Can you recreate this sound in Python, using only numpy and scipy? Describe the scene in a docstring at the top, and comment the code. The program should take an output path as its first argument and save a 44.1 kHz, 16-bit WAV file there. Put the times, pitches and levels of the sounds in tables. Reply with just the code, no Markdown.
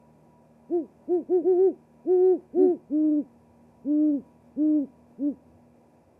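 """Great horned owls at dusk

A pair duets on a post in open country: the higher female first, the lower male joining on her last
note and answering. Each hoot is an almost pure tone: the push of air rises, holds and lets go, and
pitch and loudness follow it together. A faint high distortion fizz rides the loudest parts of the hoots.
At the microphone, a light breeze and the camera's fan and whine."""
import sys
import numpy as np
from scipy import signal
from scipy.fft import rfft, irfft, next_fast_len
from scipy.io import wavfile

SR = 44100
rng = np.random.default_rng(int(sys.argv[2]) if len(sys.argv) > 2 else 0)


def transcribe(u):
    """Save the signal u as a 16-bit wav file named by the first command-line argument.

    u: samples, shape (n,) or (channels, n), limited to [-1, 1]; the rate is SR.
    q: integer samples, one column per channel.
    """
    v = np.clip(np.atleast_2d(u).T, -1, 1)
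    q = np.round(v * 32767).astype(np.int16)
    wavfile.write(sys.argv[1], SR, q)


N = 273287
TIME = np.arange(N) / SR


def gain_of(db):
    """Decibels to amplitude."""
    return 10 ** (np.asarray(db) / 20)


def read(points, hz):
    """Reads a spectrum on a log-frequency axis."""
    f, value = np.transpose(points)
    return np.interp(np.log(hz + 1), np.log(f + 1), value)


def add(mix, s, sound):
    """Mixes a sound in at time s."""
    part = mix[max(round(s * SR), 0):][:len(sound)]
    part += sound[:len(part)]


def bump(t, s, width):
    """A smooth swell of height 1 around time s."""
    return np.exp(-((t - s) / width) ** 2)


def noise(colour_db):
    """Noise of rms 1 whose spectrum in dB is a function of frequency."""
    size = next_fast_len(N)
    hz = np.fft.rfftfreq(size, 1 / SR)
    coloured = irfft(rfft(rng.standard_normal(size)) * gain_of(colour_db(hz)), size)[:N]
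    return coloured / np.sqrt(np.mean(coloured ** 2) + 1e-20)


def drift(rate_hz):
    """A random wander of rms 1, mostly slower than the rate."""
    return noise(lambda hz: -10 * np.log10(1 + (hz / rate_hz) ** 6))


def camera_fan(speed_waver=0.0017, waver_db=1.74):
    """A faint hum by the microphone: wandering speed moves shaft orders through housing resonances."""
    # the fan creeps up in speed and fades at the end: (time [s], speed [turns/s], level [dB])
    fan_run = [(0, 38.7, 0), (1.501, 39.2, -0.5), (3.1, 39.1, 0.5), (4.4, 39.7, 1), (5.65, 39.9, 1.5),
               (6.2, 39.6, -10)]
    # its hum: (multiple of the speed, level [dB], change with speed [dB per turn/s])
    shaft_orders = [(2, -73, 4), (3, -74, 2), (4, -66.5, -3.5), (5, -76, -3), (6, -61.5, 0.5)]
    times, speeds, levels = np.transpose(fan_run)
    speed = np.interp(TIME, times, speeds)
    turns = np.cumsum(speed * (1 + speed_waver * drift(rate_hz=10.0))) / SR
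    hum = np.zeros(N)
    for k, db, slope_db in shaft_orders:
        order_db = db + slope_db * (speed - speed.mean()) + waver_db * drift(rate_hz=9.8)
        hum += gain_of(order_db) * np.sin(2 * np.pi * (k * turns + rng.random()))
    return np.sqrt(2) * gain_of(np.interp(TIME, times, levels)) * hum


def camera_whine(whistle_hz=967.4, whistle_db=-72.5, fade_from_s=5.41, fade_db_per_s=10.5):
    """Thin tones from the camera's electronics waver in level; the strongest fades near the end."""
    # the fainter tones: (frequency [Hz], level [dB])
    whine_tones = [(1673, -90.5), (1760, -94.5), (2008, -94), (2342, -92), (2417, -91.5), (5643, -104)]
    faint = np.zeros(N)
    for hz, db in whine_tones:
        faint += gain_of(db + 2.04 * drift(rate_hz=3.9)) * np.sin(2 * np.pi * (hz * TIME + rng.random()))
    fade_db = fade_db_per_s * np.maximum(TIME - fade_from_s, 0)
    level_db = whistle_db + 3.0 * drift(rate_hz=5.0) - fade_db
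    whistle = gain_of(level_db) * np.sin(2 * np.pi * whistle_hz * TIME)
    return np.sqrt(2) * (faint + whistle)


def air(level_db=-60.5, flicker_db=0.5):
    """A soft dull rush of open air with a trace of microphone hiss."""
    # rush and hiss: (frequency [Hz], relative density [dB])
    air_colour = [(20, -26.5), (48, -22), (70, -7.5), (130, -5), (330, 2.5), (430, -2), (550, 2),
                  (850, -4.5), (1060, -12.5), (1220, -18), (2200, -25.5), (2650, -22.5), (2900, -32),
                  (4300, -34), (4800, -31.5), (12500, -33.5), (12900, -45), (16000, -48.5)]
    return gain_of(level_db + flicker_db * drift(rate_hz=5.8)) * noise(lambda hz: read(air_colour, hz))


def breeze(calm_db=-77.5):
    """A light breeze rumbles at the microphone, swelling in a few gusts."""
    # the gusts: (time [s], half width [s], level above calm [dB])
    gusts = [(3.601, 0.856, 9), (4.649, 0.211, 5.5), (5.58, 0.24, 12.5), (6.15, 0.153, 9.5)]
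    # the rumble: (frequency [Hz], relative density [dB])
    rumble_colour = [(30, -32.5), (52, -20.5), (72, -4.5), (90, -0.5), (125, -8), (200, -27.5),
                     (600, -69.5)]
    gusts_db = sum(db * bump(TIME, s, width) for s, width, db in gusts)
    return gain_of(calm_db + gusts_db) * noise(lambda hz: read(rumble_colour, hz))


def hoot(row, tremor, dips, loudness, octave, harmonics, full_db, harmonic_growth,
         onset_hz=150, swell_db_per_s=3.5, fizz_above_hz=3500, fizz_db_per_s=15.5):
    """One push of air: a near sine and its octave, louder as it climbs, with distortion fizz when loud."""
    start, length, held_hz, slope, rise_s, release_s, strength_db, fizz_db = row
    t = np.arange(0, length, 1 / SR)
    from_middle = t - length / 2
    # the pitch arches: a quick rise, a sloping hold and an ever faster fall
    rising = np.exp(-t / rise_s)
    falling = np.maximum(1 - (length - t) / release_s, 0) ** 2
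    pitch = onset_hz + (held_hz + slope * from_middle - onset_hz) * (1 - rising - falling)
    pitch -= sum(drop * bump(start + t, s, width) for s, drop, width in dips)
    onset_db, db_per_hz, ceiling_db = loudness
    level_db = np.minimum(onset_db + db_per_hz * (pitch - onset_hz), ceiling_db)
    level_db += strength_db + swell_db_per_s * from_middle  # swells as the throat fills
    hz = pitch * (1 + np.interp(start + t, TIME, tremor))
    phase = 2 * np.pi * np.cumsum(hz) / SR
    tone = np.cos(phase) + gain_of(read(octave, 2 * hz)) * np.cos(2 * phase)
    drive_db = harmonic_growth * (level_db - full_db)
    # the faint distortion fizz grows with time and flares within a few Hz of the highest pitch
    flare = np.exp((pitch - pitch.max()) / 3.5)
    fizz = gain_of(fizz_db + fizz_db_per_s * from_middle + 5 * (flare - 0.5))
    for k, chance in enumerate(rng.standard_normal(size=(36, 16)), start=3):
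        partial = gain_of(read(harmonics, k * hz) + drive_db) * np.cos(k * phase + 2 * np.pi * chance[-1])
        if k * held_hz > fizz_above_hz:  # each line of the fizz flickers to a new level every 35 ms
            flicker = np.interp(t / 0.035, np.arange(len(chance)), chance)
            partial *= fizz * (1 + 0.46 * flicker)
        if k * held_hz < harmonics[-1][0]:
            tone += partial
    fade = np.clip(np.minimum(t, length - t) / 0.0023, 0, 1)
    return np.sqrt(2) * gain_of(level_db) * fade * tone


def phrase(hoots, tremor_share, flutter_db, **settings):
    """One bird's run of hoots; a slight unsteadiness of pressure moves pitch and level together."""
    calls = np.zeros(N)
    pressure = drift(rate_hz=22)
    for row in hoots:
        add(calls, row[0], hoot(row, tremor_share * pressure, **settings))
    return calls * gain_of(flutter_db * pressure)


def female_owl():
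    """The higher voice opens from the post with six hoots."""
    # her hoots: (start [s], length [s], held pitch [Hz], slope [Hz/s], rise [s], release [s],
    # strength [dB], distortion fizz [dB])
    hoots = [ (0.69, 0.1859, 360.2, -195, 0.02055, 0.1317, -1, 8),
             (1.073, 0.1737, 363.6, -70.5, 0.01626, 0.1037, -0.64, 7.5),
             (1.283, 0.1736, 374.3, 27.5, 0.01494, 0.1094, -0.64, 4),
             (1.422, 0.3197, 389.7, -59.5, 0.02555, 0.0892, -0.1355, 5.5),
             (2.047, 0.3501, 378.3, -95, .025, .083, 0, 2.5),
             (2.527, 0.2531, 370.6, -290, 0.02723, 0.0772, -0.01, 7), ]
    # the push slackens inside a long hoot: (time [s], pitch drop [Hz], half width [s])
    dips = [(1.56, 43.0, 0.041), (2.182, 20.0, 0.053)]
    # loudness follows pitch: (level at the onset pitch [dB], growth [dB/Hz], ceiling [dB])
    loudness = (-57.5, 0.17907, -18)
    # her octave: (frequency [Hz], level against the fundamental [dB])
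    octave = [(400, 0.5), (600, -14), (700, -17.5), (745, -24), (780, -27)]
    # faint harmonics on the loudest parts, the top ones distortion: (frequency [Hz], relative level [dB])
    harmonics = [(1100, -53.5), (1480, -49.5), (1850, -53), (2220, -61), (2600, -63.5), (3300, -79.5),
                 (3850, -80.5), (4100, -72), (4400, -82.5), (7000, -85.5), (8200, -74.5), (9000, -89.5),
                 (9800, -79), (12000, -81)]
    return phrase(hoots, tremor_share=0.0012, flutter_db=0.12, dips=dips, loudness=loudness,
                  octave=octave, harmonics=harmonics, full_db=-18.5, harmonic_growth=0.4)


def male_owl():
    """The lower, less steady voice joins on her last note and answers, five hoots in all."""
    # his hoots: (start [s], length [s], held pitch [Hz], slope [Hz/s], rise [s], release [s],
    # strength [dB], distortion fizz [dB])
    hoots = [ (2.561, 0.1478, 316.8, -15.5, 0.0256, 0.0834, -.3, 6),
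             (2.893, 0.3508, 306.6, -31, 0.01993, 0.0705, -0.44, 3.5),
             (3.841, 0.3791, 303.3, 38.5, 0.01875, 0.1015, 0.473, 3.5),
             (4.559, 0.30504, 305, -40, .018, .051, .1, 6),
             (5.179, 0.16745, 296.6, -43, 0.02343, 0.0737, -0.061, 3), ]
    # the push slackens inside a long hoot: (time [s], pitch drop [Hz], half width [s])
    dips = [(3.107, 9.03, 0.0108), (3.161, 8.6, 0.0164), (4.126, 21, 0.024), (4.813, 26.9, 0.0219)]
    # loudness follows pitch: (level at the onset pitch [dB], growth [dB/Hz], ceiling [dB])
    loudness = (-55, 0.21817, -21.5)
    # his octave: (frequency [Hz], level against the fundamental [dB])
    octave = [(400, -4), (560, -15), (610, -19)]
    # faint harmonics on the loudest parts, the top ones distortion: (frequency [Hz], relative level [dB])
    harmonics = [(780, -28), (860, -39.5), (890, -46.5), (915, -60.5), (1220, -49.5), (1525, -56),
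                 (1830, -61), (2140, -76), (2440, -59.5), (2800, -72), (3500, -83.5), (12000, -86)]
    return phrase(hoots, tremor_share=0.0025, flutter_db=0.25, dips=dips, loudness=loudness,
                  octave=octave, harmonics=harmonics, full_db=-20.5, harmonic_growth=0.6)


def open_country(direct, scatter_db=-27, scatter_t60_s=0.14, far_db=-46, far_t60_s=1.4):
    """The direct sound, a few reflections, brief scatter from nearby brush and a faint distant tail."""
    # reflections from the post, nest and ground: (delay [s], level [dB])
    echoes = [(0.0134, -31), (.02, -33), (.043, -30), (.058, -26), (.126, -43)]
    t = np.arange(SR) / SR
    response = np.zeros(SR)
    for db, t60_s in (scatter_db, scatter_t60_s), (far_db, far_t60_s):
        tail = rng.standard_normal(SR) * gain_of(-60 * t / t60_s)
        response += gain_of(db) * tail / np.linalg.norm(tail)
    for delay, db in echoes:
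        add(response, delay, gain_of([db]))
    return direct + signal.fftconvolve(direct, response)[:N]


def scene():
    """Both owls on one microphone, over the breeze and the camera's own noise."""
    owls = open_country(female_owl() + male_owl())
    return (owls + camera_fan() + camera_whine() + air() + breeze())[None]


def record(dry, sheen_hz=12870, sheen_db=-70, blur_rad=1.6, cutoff_hz=15650):
    """Loud notes carry a faint high sheen, mirrored about one frequency; then the band limit."""
    carrier = np.cos(2 * np.pi * sheen_hz * TIME + blur_rad * drift(rate_hz=35))
    sheen = 2 * gain_of(sheen_db) * dry * carrier
    lowpass = signal.firwin(511, cutoff_hz, window=("kaiser", 9), fs=SR)
    return signal.oaconvolve(dry + sheen, lowpass[None], "same")


dry = scene()
out = record(dry)
transcribe(out)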